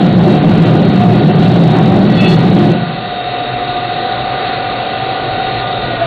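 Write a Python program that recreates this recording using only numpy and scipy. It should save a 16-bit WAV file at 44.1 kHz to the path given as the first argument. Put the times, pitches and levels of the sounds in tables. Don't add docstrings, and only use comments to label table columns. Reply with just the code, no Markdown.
import sys
import numpy as np
from scipy import signal
from scipy.io import wavfile
from scipy.ndimage import uniform_filter1d

SR = 44100
rng = np.random.default_rng(int(sys.argv[2]) if len(sys.argv) > 2 else 0)


def gain_from_decibels(decibels):
    exponent = np.asarray(decibels, float) / 20
    return 10 ** exponent


def pcm_store(signal):
    levels = np.round(np.clip(np.atleast_2d(signal), -1, 1) * 32767)
    wavfile.write(sys.argv[1], SR, levels.astype(np.int16).T)


N = 267246
TIME = np.arange(N) / SR

# pitch_hz, width_hz, level_db
CHAMBER_MODES = [(166.6, 33.7, 0.5), (203.4, 30, -4)]
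# pitch_hz, width_hz, level_db
FLUE_MODES = [(289, 23, 1.5), (350.6, 53, 3), (422.7, 60, -3.5), (520.3, 30, -5.5), (597, 23, -6),
              (707, 130, -2)]
# time_s, spread_s, duct_hum_db, flue_roar_db, hiss_db
SURGES = [(.03, .04, -5.5, 3, 1.5), (.13, .05, 1, -5.5, -1.5), (.28, 0.068, 1, 1.5, 2),
          (.66, 0.061, 6, 0.5, 3.5), (.9, 0.074, 3.5, -2.5, -0.5), (1.1, .1, 6.5, -0.5, 0),
          (1.28, .08, 0, 2.5, 1.5), (1.42, 0.046, -2, 1.5, 2), (1.7, 0.086, -0.5, 1, 1.5),
          (2.0, .12, 3, 1.5, 0), (2.35, 0.1, -2.5, 1, 1), (2.6, 0.057, -1.5, -0.5, 1.5)]
# pitch_hz, level_db (per Hz)
AIR_SPECTRUM = [(53, -41), (90, -21.5), (120, -7.5), (227, -7), (643, -3.5), (736, -12.5), (885, -13),
                (1200, -13), (1470, -16), (1650, -22), (1950, -16.5), (3450, -17), (3760, -17.5),
                (4600, -29)]
# pitch_hz, width_hz, level_db
CASING_MODES = [(744, 68, -12), (1216, 51, -13), (1449, 110, -1), (1934, 86, -3), (2697, 19, -5.5),
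                (3814, 130, -1), (4200, 67, -10.5)]
# pitch_hz, level_db
LOWER_WHINE = [(715.7, 2.5), (730, -5), (710, -22.5)]
UPPER_WHINE = [(761, 3), (774, -7.5)]
HIGH_WHINE = [(3760, 0), (3668, -4), (3715, -11)]
# pitch_hz, level_db (above the air)
WEAK_ROTOR_TONES = [(1818, -20), (2546, -20), (2685, -22), (2730, -21.5), (3252, -25), (3962, -21.5),
                    (4161, -21), (4206, -26), (4388, -25)]
# pitch_hz, level_db (above the air)
SECOND_MOTOR_TONES = [(1208, -11.5), (1274, -23.5), (1454, -15), (1499, -22.5)]
PATH_LAGS = [0, .07, .16]
# time_s, spread_s, lower_db, upper_db
LICKS = [(.03, 0.085, 5, -1), (.45, .06, 8, 4.5), (.77, 0.04, 0, 6.5), (1.07, 0.037, 3, 7),
         (1.36, .06, 7, -1.5), (1.47, 0.06, -2.5, 8), (1.77, 0.035, 8, 5), (2.13, 0.054, 9, 0.5)]
# time_s, spread_s, lower_db, upper_db, high_db
CROSSING = [
    (3.2, 0.12, -1, -2, 4.5),
    (3.6, 0.42, 4.5, -2, 4.5),
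    (4.15, 0.23, 0, 4, 1),
    (4.5, .1, 2, 2.5, 1.5),
    (5.0, 0.3, -4.5, 2, -4.5),
    (5.5, 0.42, -1, 4, 1),
]
# time_s, spread_s, level_db
FAINT_SWELL = (5.1, .5, 8)
# time_s, level_db
VALVE_LEVEL = [
    (2.03, -40),
    (2.1, -24),
    (2.2, -21),
    (2.26, -20),
    (2.35, -21.5),
    (2.38, -30),
    (2.45, -45),
]
# pitch_hz, width_hz, level_db
PIPE_MODES = [(1320, 33, -11), (1930, 26, -8), (2270, 37, -16), (2640, 30, -1), (2850, 25, -7),
              (3430, 40, -3), (3700, 60, -14), (4310, 35, -4)]
# time_s, spread_s
GRIP = [(2.25, .06), (2.22, .15), (2.3, .08), (2.23, .06), (2.31, .05), (2.26, .11), (2.3, .06),
        (2.28, .09)]
# time_s, level_db, length_s, centre_hz
SCUFFS = [
    (4.1, -38, 0.051, 1400),
    (1.78, -22, 0.05, 880),
    (2.4, -16.5, 0.025, 400),
    (4.48, -26.5, 0.023, 4000),
    (4.5, -26, 0.16, 1500),
]
# pitch_hz, width_hz, level_db
DUCT_MODES = [(122.1, 22, 0)]
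# time_s, spread_s, rumble_db, duct_hum_db
DRAUGHT = [
    (3.5, 0.25, 3, 1.5),
    (4.25, .15, 3.5, 2.5),
    (5.35, .1, 3.5, 4),
    (5.75, 0.32, 6.5, 3.5),
]
# pitch_hz, level_db
MIRRORS = [(12100, -67), (16000, -62)]

SHUT_S, SHUT_SOFT_S = 2.712, .02
SHUT_DROP_DB = 3
BOOM_DB, BOOM_FADE_DB_S = -6.5, 52
ROAR_DB, ROAR_FADE_DB_S = -13, 107.5
RUMBLE_DB, JET_DB = -30.5, -30.5
FAN_DB, HISS_DB, AIR_DB = -27, 2, 2.5
LOWER_DB, UPPER_DB, HIGH_DB, FAINT_DB, SECOND_DB = -28.5, -32, -32.5, -42, -43
LICK_REST_DB = 2
HAZE_DB, FLUTTER_HOT_DB = -0.5, 4
WANDER_HOT, WANDER_COLD, WANDER_COAST = .012, .0009, .0045
CUT_S, COAST_SHARE, COAST_S = 5.75, .11, .3
HUM_DB, HUM_FADE_DB_S, HUM_COLD_DB = -16.5, 93, -34.5
FLOOR_DB, FLOOR_COLD_DB = -37, -40.5
GAIN_CREEP_DB, GAIN_CREEP_S = 5.5, 1.17
TOP_HZ, CLIP = 4585, .785


def flame():
    boom = body(CHAMBER_MODES) + gain_from_decibels(RUMBLE_DB) * body([(264, 230, 0)])
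    boom_gain = gain_from_decibels(BOOM_DB - SHUT_DROP_DB * (1 - burning(400))) * burning(BOOM_FADE_DB_S)
    roar_db = ROAR_DB + swells(SURGES)[1] + 1.5 * walk(rate=16)
    jet = gain_from_decibels(JET_DB) * unit(ring(noise(), 1100, 900))
    roar = gain_from_decibels(roar_db) * body(FLUE_MODES) + jet
    return boom_gain * boom + burning(ROAR_FADE_DB_S) * roar


def blower():
    hot = burning(60)
    coast = 1 - np.exp(-after(CUT_S) / COAST_S)
    wander = WANDER_COLD + WANDER_HOT * hot + WANDER_COAST * coast
    speeds = [np.interp(TIME - lag, TIME, 1 - COAST_SHARE * coast) for lag in PATH_LAGS]
    paths = np.cumsum(speeds, axis=1) / SR
    turns = paths[0]

    flutter = FLUTTER_HOT_DB * hot * [walk(rate=10) for _ in range(3)]
    lower_db, upper_db, high_db = swells(CROSSING) + flutter
    lick_lower_db, lick_upper_db = swells(LICKS) - LICK_REST_DB * hot
    lower_db = LOWER_DB + lower_db + lick_lower_db + 5.8 * coast + 2.7 * bump(6.04, .08)
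    upper_db = UPPER_DB + upper_db + lick_upper_db + 4.1 * coast
    high_db = HIGH_DB - 8 + high_db - 2.9 * hot - 14 * coast
    faint_db = FAINT_DB + swells([FAINT_SWELL])[0]
    second_db = SECOND_DB - 5.7 * hot + 6 * coast

    weak = whine(WEAK_ROTOR_TONES, turns, .6 * wander, waver_db=3)
    weak = weak + whine(SECOND_MOTOR_TONES, TIME, .7 * wander, waver_db=3)
    rush = gain_from_decibels(HISS_DB * hot + swells(SURGES)[2]) * air()
    out = gain_from_decibels(FAN_DB) * (rush + gain_from_decibels(HAZE_DB * hot - .5) * weak)
    out += gain_from_decibels(faint_db) * whine([(669, .0066)], turns, wander)
    out += gain_from_decibels(second_db) * whine([(1992, 0)], turns, wander)
    out += gain_from_decibels(lower_db) * whine(LOWER_WHINE, paths, .6 * wander, waver_db=1.2)
    out += gain_from_decibels(upper_db) * whine(UPPER_WHINE, paths, .6 * wander, waver_db=1.44)
    out += gain_from_decibels(high_db) * whine(HIGH_WHINE, turns, WANDER_COLD + .15 * wander, waver_db=2)
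    return gain_from_decibels(creep_db()) * out


def air():
    hz, db = np.transpose(AIR_SPECTRUM)
    rush = 0
    for centre in 90 * 2 ** np.arange(0, 5.8, 1 / 3):
        band = unit(ring(ring(noise(), centre, centre / 3), centre, centre / 3))
        band_db = np.interp(np.log(centre), np.log(hz), db) + 1.2 * walk(rate=9)
        rush = rush + band * np.sqrt(centre) * gain_from_decibels(band_db)
    return gain_from_decibels(AIR_DB) * unit(rush) + gain_from_decibels(-7) * body(CASING_MODES)


def whine(lines, turns, wander, waver_db=0.0):
    out = 0
    for hz, db in lines:
        drift = np.cumsum(walk(rate=12) * wander) / SR
        waves = np.sin(2 * np.pi * hz * (np.atleast_2d(turns) + drift + rng.random()))
        out = out + gain_from_decibels(db + waver_db * walk(rate=14)) * np.sqrt(2) * waves.mean(axis=0)
    return out


def valve():
    start_s, end_s = VALVE_LEVEL[0][0], VALVE_LEVEL[-1][0]
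    gate = np.clip(np.minimum(TIME - start_s, end_s - TIME) / .026, 0, 1)
    squeal = gain_from_decibels(-7.5) * bump(2.26, .11) * body([(3200, 2000, 0)])
    for (hz, width_hz, db), (s, spread) in zip(PIPE_MODES, GRIP):
        swell = .3 + bump(s, spread)
        tone = .7 * unit(ring(noise(), hz, width_hz)) + .8 * whine([(hz, 0)], TIME, .004)
        squeal = squeal + gain_from_decibels(db + 1.5 * walk(rate=25)) * swell * tone
    return gate * gain_from_decibels(curves(VALVE_LEVEL)[0] - 4) * squeal


def scuffs():
    return sum(gain_from_decibels(db) * bump(s, length) * unit(ring(noise(), hz, .52 * hz)) for s, db, length, hz in SCUFFS)


def duct():
    hot = burning(HUM_FADE_DB_S)
    rumble_db, draught_hum_db = swells(DRAUGHT)
    hum = .96 * body(DUCT_MODES) + .8 * np.sin(2 * np.pi * 119.6 * TIME)
    hum_gain = gain_from_decibels(HUM_DB + swells(SURGES)[0]) * hot + gain_from_decibels(HUM_COLD_DB + creep_db() + draught_hum_db)
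    floor = gain_from_decibels(-4) * body([(55, 16, -5), (30, 30, -9)])
    floor_gain = gain_from_decibels(FLOOR_DB) * hot + gain_from_decibels(FLOOR_COLD_DB + creep_db() + rumble_db)
    return hum_gain * hum + floor_gain * floor


def noise():
    return rng.standard_normal(N)


def unit(x):
    return x / np.sqrt(np.mean(x ** 2))


def ring(x, hz, width_hz):
    return signal.lfilter(*signal.iirpeak(hz, hz / width_hz, SR), x)


def body(modes):
    return unit(sum(gain_from_decibels(db) * unit(ring(ring(noise(), hz, w), hz, 1.87 * w)) for hz, w, db in modes))


def walk(rate):
    hold = int(SR / rate)
    steps = np.repeat(rng.standard_normal(N // hold + 1), hold)
    return unit(uniform_filter1d(uniform_filter1d(steps, hold), hold)[:N])


def curves(table):
    s, *columns = np.transpose(table)
    return [np.interp(TIME, s, c) for c in columns]


def bump(s, spread):
    return np.exp(-((TIME - s) / spread) ** 2)


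def swells(table):
    return sum(np.outer(row[2:], bump(*row[:2])) for row in table)


def after(s, soft=.02):
    return soft * np.logaddexp(0, (TIME - s) / soft)


def burning(fade_db_s):
    return gain_from_decibels(-fade_db_s * after(SHUT_S, SHUT_SOFT_S))


def creep_db():
    return GAIN_CREEP_DB * (1 - np.exp(-after(SHUT_S) / GAIN_CREEP_S))


def scene():
    return (flame() + blower() + valve() + scuffs() + duct())[None]


def starve(x, edge_hz=4100, share=.08, frame=576):
    lost = np.repeat(rng.random(N // frame + 1) < share, frame)[:N]
    top = signal.sosfiltfilt(signal.butter(6, edge_hz, "high", fs=SR, output="sos"), x)
    return x - top * uniform_filter1d(1. * lost, size=200)


def limit(x):
    level = uniform_filter1d(np.abs(x), size=900)
    return x * np.maximum(level / .4, 1) ** -.6


def haze(shaved, db=-10.5):
    above = signal.butter(8, 4750, "high", fs=SR, output="sos")
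    spread = np.sqrt(np.abs(uniform_filter1d(signal.sosfilt(above, shaved) ** 2, size=1800)))
    return gain_from_decibels(db) * spread * unit(signal.sosfilt(above, ring(noise(), 4800, 1200)))


def roll_off(x):
    return signal.sosfilt(signal.butter(12, 15870, fs=SR, output="sos"), x)


def record(dry):
    narrow = signal.ellip(10, .5, 45, TOP_HZ, fs=SR, output="sos")
    full = limit(starve(signal.sosfiltfilt(narrow, dry)))
    clipped = np.clip(full, -CLIP, CLIP)
    images = sum(gain_from_decibels(db) * np.cos(2 * np.pi * hz * TIME) for hz, db in MIRRORS)
    mix = clipped * (1 + images) + haze(full - clipped)
    mix = signal.sosfilt(signal.butter(2, 13500, fs=SR, output="sos"), mix)
    mix = signal.sosfilt(signal.butter(1, 14, "high", fs=SR, output="sos"), mix)
    return roll_off(mix)


dry = scene()
out = record(dry)
pcm_store(out)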